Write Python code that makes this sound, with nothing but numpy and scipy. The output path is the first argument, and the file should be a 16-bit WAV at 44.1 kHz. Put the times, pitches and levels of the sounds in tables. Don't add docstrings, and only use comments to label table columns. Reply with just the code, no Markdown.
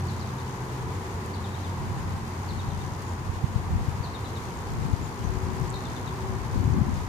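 import sys
import numpy as np
from scipy import signal
from scipy.fft import rfft, irfft
from scipy.io import wavfile

SR = 44100
rng = np.random.default_rng(int(sys.argv[2]) if len(sys.argv) > 2 else 0)


def materialize(psi):
    bounded = np.clip(np.atleast_2d(psi).T, -1, 1)
    quanta = np.round(bounded * 32767).astype(np.int16)
    wavfile.write(sys.argv[1], SR, quanta)


N = 312228
TIME = np.arange(N) / SR
BIN_HZ = np.maximum(np.arange(N // 2 + 1) * SR / N, 1)


def from_db(db):
    return 10 ** (np.asarray(db) / 20)


def unit_rms(x):
    return x / np.sqrt(np.mean(x ** 2, axis=-1, keepdims=True) + 1e-20)


def over_time(rows):
    time_s, *columns = np.transpose(rows)
    return np.array([np.interp(TIME, time_s, c) for c in columns])


def over_hz(rows):
    hz, *columns = np.transpose(rows)
    return np.array([np.interp(np.log(BIN_HZ), np.log(hz), c) for c in columns])


def coloured(white, rows):
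    skirts = np.minimum(1, np.minimum(BIN_HZ / rows[0][0], rows[-1][0] / BIN_HZ)) ** 2
    return irfft(rfft(white) * from_db(over_hz(rows)) * skirts, N) * np.sqrt(SR / 2)


def drift(rate_hz, hop=40):
    pole = np.exp(-2 * np.pi * hop * rate_hz / SR)
    white = rng.standard_normal(N // hop + 2002)
    slow = signal.lfilter([1], [1, -2 * pole, pole * pole], white)[2000:]
    return np.interp(np.arange(N) / hop, np.arange(len(slow)), unit_rms(slow))


def patchy_noise(depth_db, rate_hz, bands=8):
    white = rfft(rng.standard_normal((2, N)))
    band = np.arange(len(BIN_HZ)) * bands // len(BIN_HZ)
    return sum(irfft(white * (band == k), N) * from_db(depth_db * np.tanh(drift(rate_hz)))
               for k in range(bands))


def pan(balance_db):
    return from_db([[min(balance_db, 0)], [min(-balance_db, 0)]])


def swell(peak_s, width_s):
    return np.exp(-((TIME - peak_s) / width_s) ** 2)


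def scatter(x, t60_s):
    t = TIME[:SR // 2]
    tail = rng.standard_normal((2, len(t))) * from_db(-60 * t / t60_s)
    tail /= np.sqrt(np.sum(tail ** 2, axis=1, keepdims=True))
    return signal.fftconvolve(x[None], tail, axes=1)[:, :N]


def traffic(left_db=0.5):
    # freq_hz, density_db
    spectrum = [(20, -82), (38, -72), (60, -63), (100, -57), (145, -60.5), (205, -66), (280, -68.5),
                (385, -68.5), (610, -76), (800, -70), (1000, -67), (1350, -76.5), (2000, -80), (3600, -100)]
    # freq_hz, correlation
    likeness = [(60, 1), (310, 0.96), (500, 0.48), (800, 0.59), (1170, 0.098), (1750, -0.33), (2700, 0.069)]
    # time_s, gain_db
    level_curve = [(0, 0), (1.0, 0.5), (2.0, 0.5), (3.4, -.5), (4.3, 0.24), (5.0, 0), (5.75, 1.56),
                   (7.08, 0.5)]
    alike = np.clip(over_hz(likeness)[0], -.99, .99)
    mid, side = rfft(rng.standard_normal((2, N)))
    field = irfft(np.sqrt((1 + alike) / 2) * mid + np.sqrt((1 - alike) / 2) * side * [[1], [-1]], N)
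    return coloured(field, spectrum) * from_db(over_time(level_curve)) * from_db([[left_db], [0]])


def engine(cycle_hz=18.1, wobble=0.0062, waver_db=2.5, flutter_rad=0.47):
    # order, gain_db
    orders = [(5, 2.5), (7, -8), (9, -11.5), (10, -10.5), (12, -7.5), (20, -14.5)]
    # time_s, level_db
    level_curve = [(0.15, -34.5), (0.66, -47), (0.82, -37.5), (2.1, -37), (2.6, -39.5), (3.5, -38),
                   (4.3, -43.5), (4.7, -54), (7.08, -70)]
    phase = 2 * np.pi * np.cumsum(cycle_hz * (1 + wobble * drift(3.0))) / SR
    lines = np.zeros(N)
    for order, gain_db in orders:
        gain = from_db(gain_db + waver_db * drift(8.8))
        lines += gain * np.sin(order * phase + flutter_rad * drift(7.8) + rng.uniform(0, 2 * np.pi))
    return from_db(over_time(level_curve)[0]) * lines


def vehicles(waver_db=1.5, flutter_rad=0.54):
    # freq_hz, relative_db
    growl = [(260, -16), (340, -5), (410, -4.5), (490, -4.5), (620, -33)]
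    # peak_s, width_s, level_db
    passes = [(1.0, 0.94, -47.5), (5.0, 1.86, -49.5)]
    # peak_s, width_s, pitch_hz, glide_hz_per_s, level_db
    drones = [(.1, 1.04, 129.3, -3, -34.5), (.9, 0.32, 435.4, -6, -46.5), (1.0, 1.0, 384, -3, -49),
              (1.4, 0.79, 97.75, 8.5, -41.5), (5.53, 0.4, 375.7, 1.5, -39.5),
              (6.279, 0.2, 379.3, -2.5, -40), (6.77, .15, 374.6, 0, -42)]
    out = unit_rms(coloured(rng.standard_normal(N), growl))
    out *= sum(from_db(level_db) * swell(peak_s, width_s) for peak_s, width_s, level_db in passes)
    for peak_s, width_s, pitch_hz, glide_hz_per_s, level_db in drones:
        phase = 2 * np.pi * np.cumsum(pitch_hz + glide_hz_per_s * (TIME - peak_s)) / SR
        envelope = from_db(level_db + waver_db * drift(7.0)) * swell(peak_s, width_s)
        out += envelope * np.sin(phase + flutter_rad * drift(15.0))
    return out


def hiss(flicker_db=0.85, opening_db=1.5, settle_s=0.24, direct_db=-8.5, lag_s=0.00034):
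    # freq_hz, left_density_db, right_density_db
    spectrum = [(900, -89, -100), (1650, -80.5, -96), (2950, -86, -88.5), (3800, -86, -91),
                (4800, -86, -91), (5750, -88.5, -96.5), (6780, -85.5, -91.5), (8020, -93, -94.5),
                (9100, -100, -91.5), (11650, -102.8, -97.5), (14200, -100.5, -99), (15100, -102.5, -100.5)]
    gain = from_db(flicker_db * drift(14.5) + opening_db * np.exp(-TIME / settle_s))
    direct = rng.standard_normal(N)
    from_right = np.array([np.roll(direct, round(lag_s * SR)), direct])
    air = unit_rms(rng.standard_normal((2, N)) + from_db(direct_db) * from_right)
    return coloured(air * gain, spectrum)


def wind_strength_db(calm_db=(-45, -52), rise_db_per_s=1.28, attack_s=0.062, release_s=0.11):
    # start_s, hold_s, left_db, right_db
    gusts = [(0.121, 0.077, -39, -49), (0.804, 0.082, -37, -41), (1.817, 0.1, -36.5, -32),
             (1.984, 0.1, -32, -35), (2.527, 0.32, -31.5, -45), (3.26, 0.18, -40, -39),
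             (3.524, 0.44, -33.5, -47), (3.708, 0.049, -29, -26), (4.698, 0.14, -31, -33),
             (4.799, .2, -27.5, -50), (5.23, 0.32, -27, -53), (5.599, .05, -27, -47),
             (6.26, 0.15, -30, -48), (6.557, 0.36, -23, -34), (6.77, .03, -25.5, -34)]
    power = from_db(np.array(calm_db)[:, None] + rise_db_per_s * TIME) ** 2
    for start_s, hold_s, left_db, right_db in gusts:
        attack = np.clip(1 + (TIME - start_s) / attack_s, 0, 1)
        release = np.exp(-np.maximum(TIME - start_s - hold_s, 0) / release_s)
        power += (from_db([[left_db], [right_db]]) * attack * release) ** 2
    return 10 * np.log10(power)


def breeze(gain_db=-0.5, lumps_db=1.5, full_gust_db=-20.0, small_gain_db=-5.5, small_growth=1.85):
    # freq_hz, relative_db
    large_spectrum = [(15, -38), (25, -22), (45, -2.5), (95, 2), (150, -4.5), (230, -13.5), (340, -34),
                      (480, -43), (900, -55)]
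    # freq_hz, relative_db
    small_spectrum = [(100, -6), (160, 2.5), (235, 2.5), (330, -4.5), (470, -22), (800, -30)]
    lumps = from_db(lumps_db * np.array([drift(17), drift(15)]))
    wind_db = wind_strength_db()
    small_db = full_gust_db + small_gain_db + small_growth * (wind_db - full_gust_db)
    large = unit_rms(coloured(rng.standard_normal((2, N)) * lumps, large_spectrum))
    small = unit_rms(coloured(rng.standard_normal((2, N)) * lumps, small_spectrum))
    return from_db(gain_db) * (from_db(wind_db) * large + from_db(small_db) * small)


def puffs(width_cycles=0.45, gain_db=-2.0):
    # centre_s, level_db, pitch_hz, balance_db
    eddies = [(2.69, -13.5, 101, 5), (3.298, -13, 90, -14), (3.444, -5.5, 123, -30), (3.563, -6.5, 100, 25),
              (3.732, -17, 140, -14), (3.76, -9.5, 99, 27), (3.886, -9, 104, 18), (4.008, -13.5, 98, 20),
              (4.822, -12.5, 90.7, 27), (4.937, -10.5, 112, 20), (5.251, -11, 125, 22),
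              (5.615, -13, 101, 24), (6.56, -10, 202.8, 22), (6.601, -12.5, 114, 18),
              (6.661, -13.5, 90, -6), (6.679, -5.5, 126, 17), (6.708, -9.5, 110, 22),
              (6.786, -8.5, 190, 16), (6.818, -4.5, 119, 24), (6.87, -15, 170, 8),
              (6.893, -12.5, 189.4, 19)]
    out = np.zeros((2, N))
    for centre_s, level_db, pitch_hz, balance_db in eddies:
        cycles = (TIME - centre_s) * pitch_hz
        envelope = from_db(level_db + gain_db) / (1 + (cycles / width_cycles) ** 2 / 2) ** 2
        out += pan(balance_db) * envelope * np.sin(2 * np.pi * cycles + rng.uniform(0, 2 * np.pi))
    return out


def ticks(decay_s=0.0016):
    # start_s, peak_db, centre_hz, width_hz, balance_db
    events = [(1.261, -33, 9000, 11100, -6), (2.879, -36, 6000, 3507, 8.5), (3.021, -35.5, 8500, 8940, -4),
              (4.332, -37, 10000, 9000, -9), (5.601, -37, 9000, 8000, -6), (5.7015, -24.5, 7600, 1600, 3.5)]
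    out = np.zeros((2, N))
    length = SR // 20
    for start_s, peak_db, centre_hz, width_hz, balance_db in events:
        radius = np.exp(-np.pi * width_hz / SR)
        resonance = [1, 0, -1, 1, -2 * radius * np.cos(2 * np.pi * centre_hz / SR), radius * radius]
        burst = rng.standard_normal((2, length)) * np.exp(-TIME[:length] / decay_s)
        tick = signal.sosfilt([resonance, resonance], burst)
        at = round(start_s * SR)
        out[:, at:at + length] += from_db(peak_db) * pan(balance_db) * tick / np.abs(tick).max()
    return out


def birdsong(notes, gain_db, balance_db, quaver, fade_db, blur_db, tail_db, t60_s, echoes=()):
    song = np.zeros(N)
    waver = 1 + quaver * drift(128.0)
    for centre_s, level_db, start_hz, end_hz, length_s, bend in notes:
        active = np.abs(TIME - centre_s) < length_s / 2
        along = np.clip((TIME[active] - centre_s) / length_s + .5, 0, 1)
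        glide = np.expm1(bend * along) / np.expm1(bend)
        pitch_hz = start_hz * (end_hz / start_hz) ** glide * waver[active]
        arch = 2 * np.sqrt(along * (1 - along))
        envelope = arch * from_db(level_db + gain_db - fade_db * (along - .5))
        song[active] += envelope * np.sin(2 * np.pi * np.cumsum(pitch_hz) / SR)
    reflected = sum(from_db(db) * np.interp(TIME - delay_s, TIME, song) for delay_s, db in echoes)
    leaf_blur = from_db(blur_db) * scatter(song, t60_s=0.071)
    tail = from_db(tail_db) * scatter(song, t60_s)
    return pan(balance_db) * (song + reflected + leaf_blur + tail)


def peeping_bird():
    # centre_s, level_db, start_hz, end_hz, length_s, bend
    peeps = [(3.08, -56, 6880, 6850, .11, 1), (5.04, -47, 7200, 7150, 0.05, 0.91),
             (5.245, -47, 6200, 6100, .02, 1), (5.633, -53, 5400, 4850, .02, 0.95)]
    return birdsong(peeps, gain_db=-1.5, balance_db=13.0, quaver=0.025, fade_db=0,
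                    blur_db=-6.0, tail_db=2.0, t60_s=0.2)


def slurring_bird():
    # centre_s, level_db, start_hz, end_hz, length_s, bend
    slurs = [(.096, -35.5, 4750, 3580, .032, -0.5), (.217, -37, 7430, 3740, .052, -3.5)]
    return birdsong(slurs, gain_db=-7.5, balance_db=19.0, quaver=0.012, fade_db=7.0,
                    blur_db=-11.0, tail_db=-2.0, t60_s=0.48)


def chirping_bird(chirps_per_phrase=4):
    # first_chirp_s, level_db, gap_s, loss_db_per_chirp, lead_stress_db
    phrases = [(.096, -48, 0.1, 0, 0), (1.349, -40.5, 0.1, 1, 1.5), (2.497, -39.5, 0.106, 3, 2),
               (4.050, -39, .1055, 0.8, 2), (5.749, -40, 0.11, 1, 4.5)]
    # delay_s, gain_db
    tree_echoes = [(.011, -9.5), (.023, -17)]
    # start_hz, end_hz, length_s, bend
    lead, later = (4450, 3150, .034, 2.75), (4120, 3000, .036, 0.64)
    notes = []
    for first_s, level_db, gap_s, loss_db, stress_db in phrases:
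        notes.append((first_s, level_db + stress_db, *lead))
        for k in range(1, chirps_per_phrase):
            notes.append((first_s + k * gap_s, level_db - k * loss_db, *later))
    return birdsong(notes, gain_db=-8.0, balance_db=5.5, quaver=0.036, fade_db=7.0,
                    blur_db=1.5, tail_db=2.5, t60_s=0.73, echoes=tree_echoes)


def moth(jitter=0.00606, waver_db=1.5, hum_db=-1.0, hum_growth=1.93, tick_width_beats=0.053):
    # time_s, wingbeat_hz, level_db
    flight = [(0, 63.6, -3), (1.7, 63, -11), (2.3, 71, -5.5), (3.05, 69, -3.5), (3.55, 76, -20),
              (4.4, 59.5, -3.5), (4.9, 62, -3), (5.3, 61.3, -4), (5.9, 63, -0.5), (6.2, 61.4, -3.5),
              (7.08, 64.5, -5)]
    # order, gain_db
    orders = [(1, -46), (2, -40), (3, -55), (4, -45.5), (6, -49.5), (8, -56), (10, -58.5)]
    # freq_hz, left_density_db, right_density_db
    tick_spectrum = [(2503, -108, -111), (4800, -88.5, -92), (6350, -84, -101), (9100, -105, -95.5),
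                     (14993, -106, -104)]
    wingbeat_hz, level_db = over_time(flight)
    beats = np.cumsum(wingbeat_hz * (1 + jitter * drift(12.0))) / SR
    hum = np.zeros(N)
    for order, gain_db in orders:
        gain = np.sqrt(2) * from_db(gain_db + waver_db * drift(5.3))
        hum += gain * np.sin(2 * np.pi * (order * beats + rng.random()))
    brushes = [(0, 0), (0.11, -3.5), (0.33, -24.0)]  # offset_beats, gain_db
    gate = sum(from_db(gain_db) * np.exp(-(((beats - offset_beats) % 1 - .5) / tick_width_beats) ** 2)
               for offset_beats, gain_db in brushes)
    noise = patchy_noise(depth_db=2.5, rate_hz=30)
    brushing = coloured(unit_rms(noise * gate), tick_spectrum)
    return from_db(level_db) * brushing + from_db(hum_db + hum_growth * level_db) * hum


def scene():
    birds = chirping_bird() + slurring_bird() + peeping_bird()
    background = traffic() + engine() + vehicles() + hiss()
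    return birds + background + breeze() + puffs() + moth() + ticks()


def record(dry, cutoff_hz=15450):
    return signal.sosfilt(signal.ellip(12, .1, 80, cutoff_hz, fs=SR, output="sos"), dry)


dry = scene()
out = record(dry)
materialize(out)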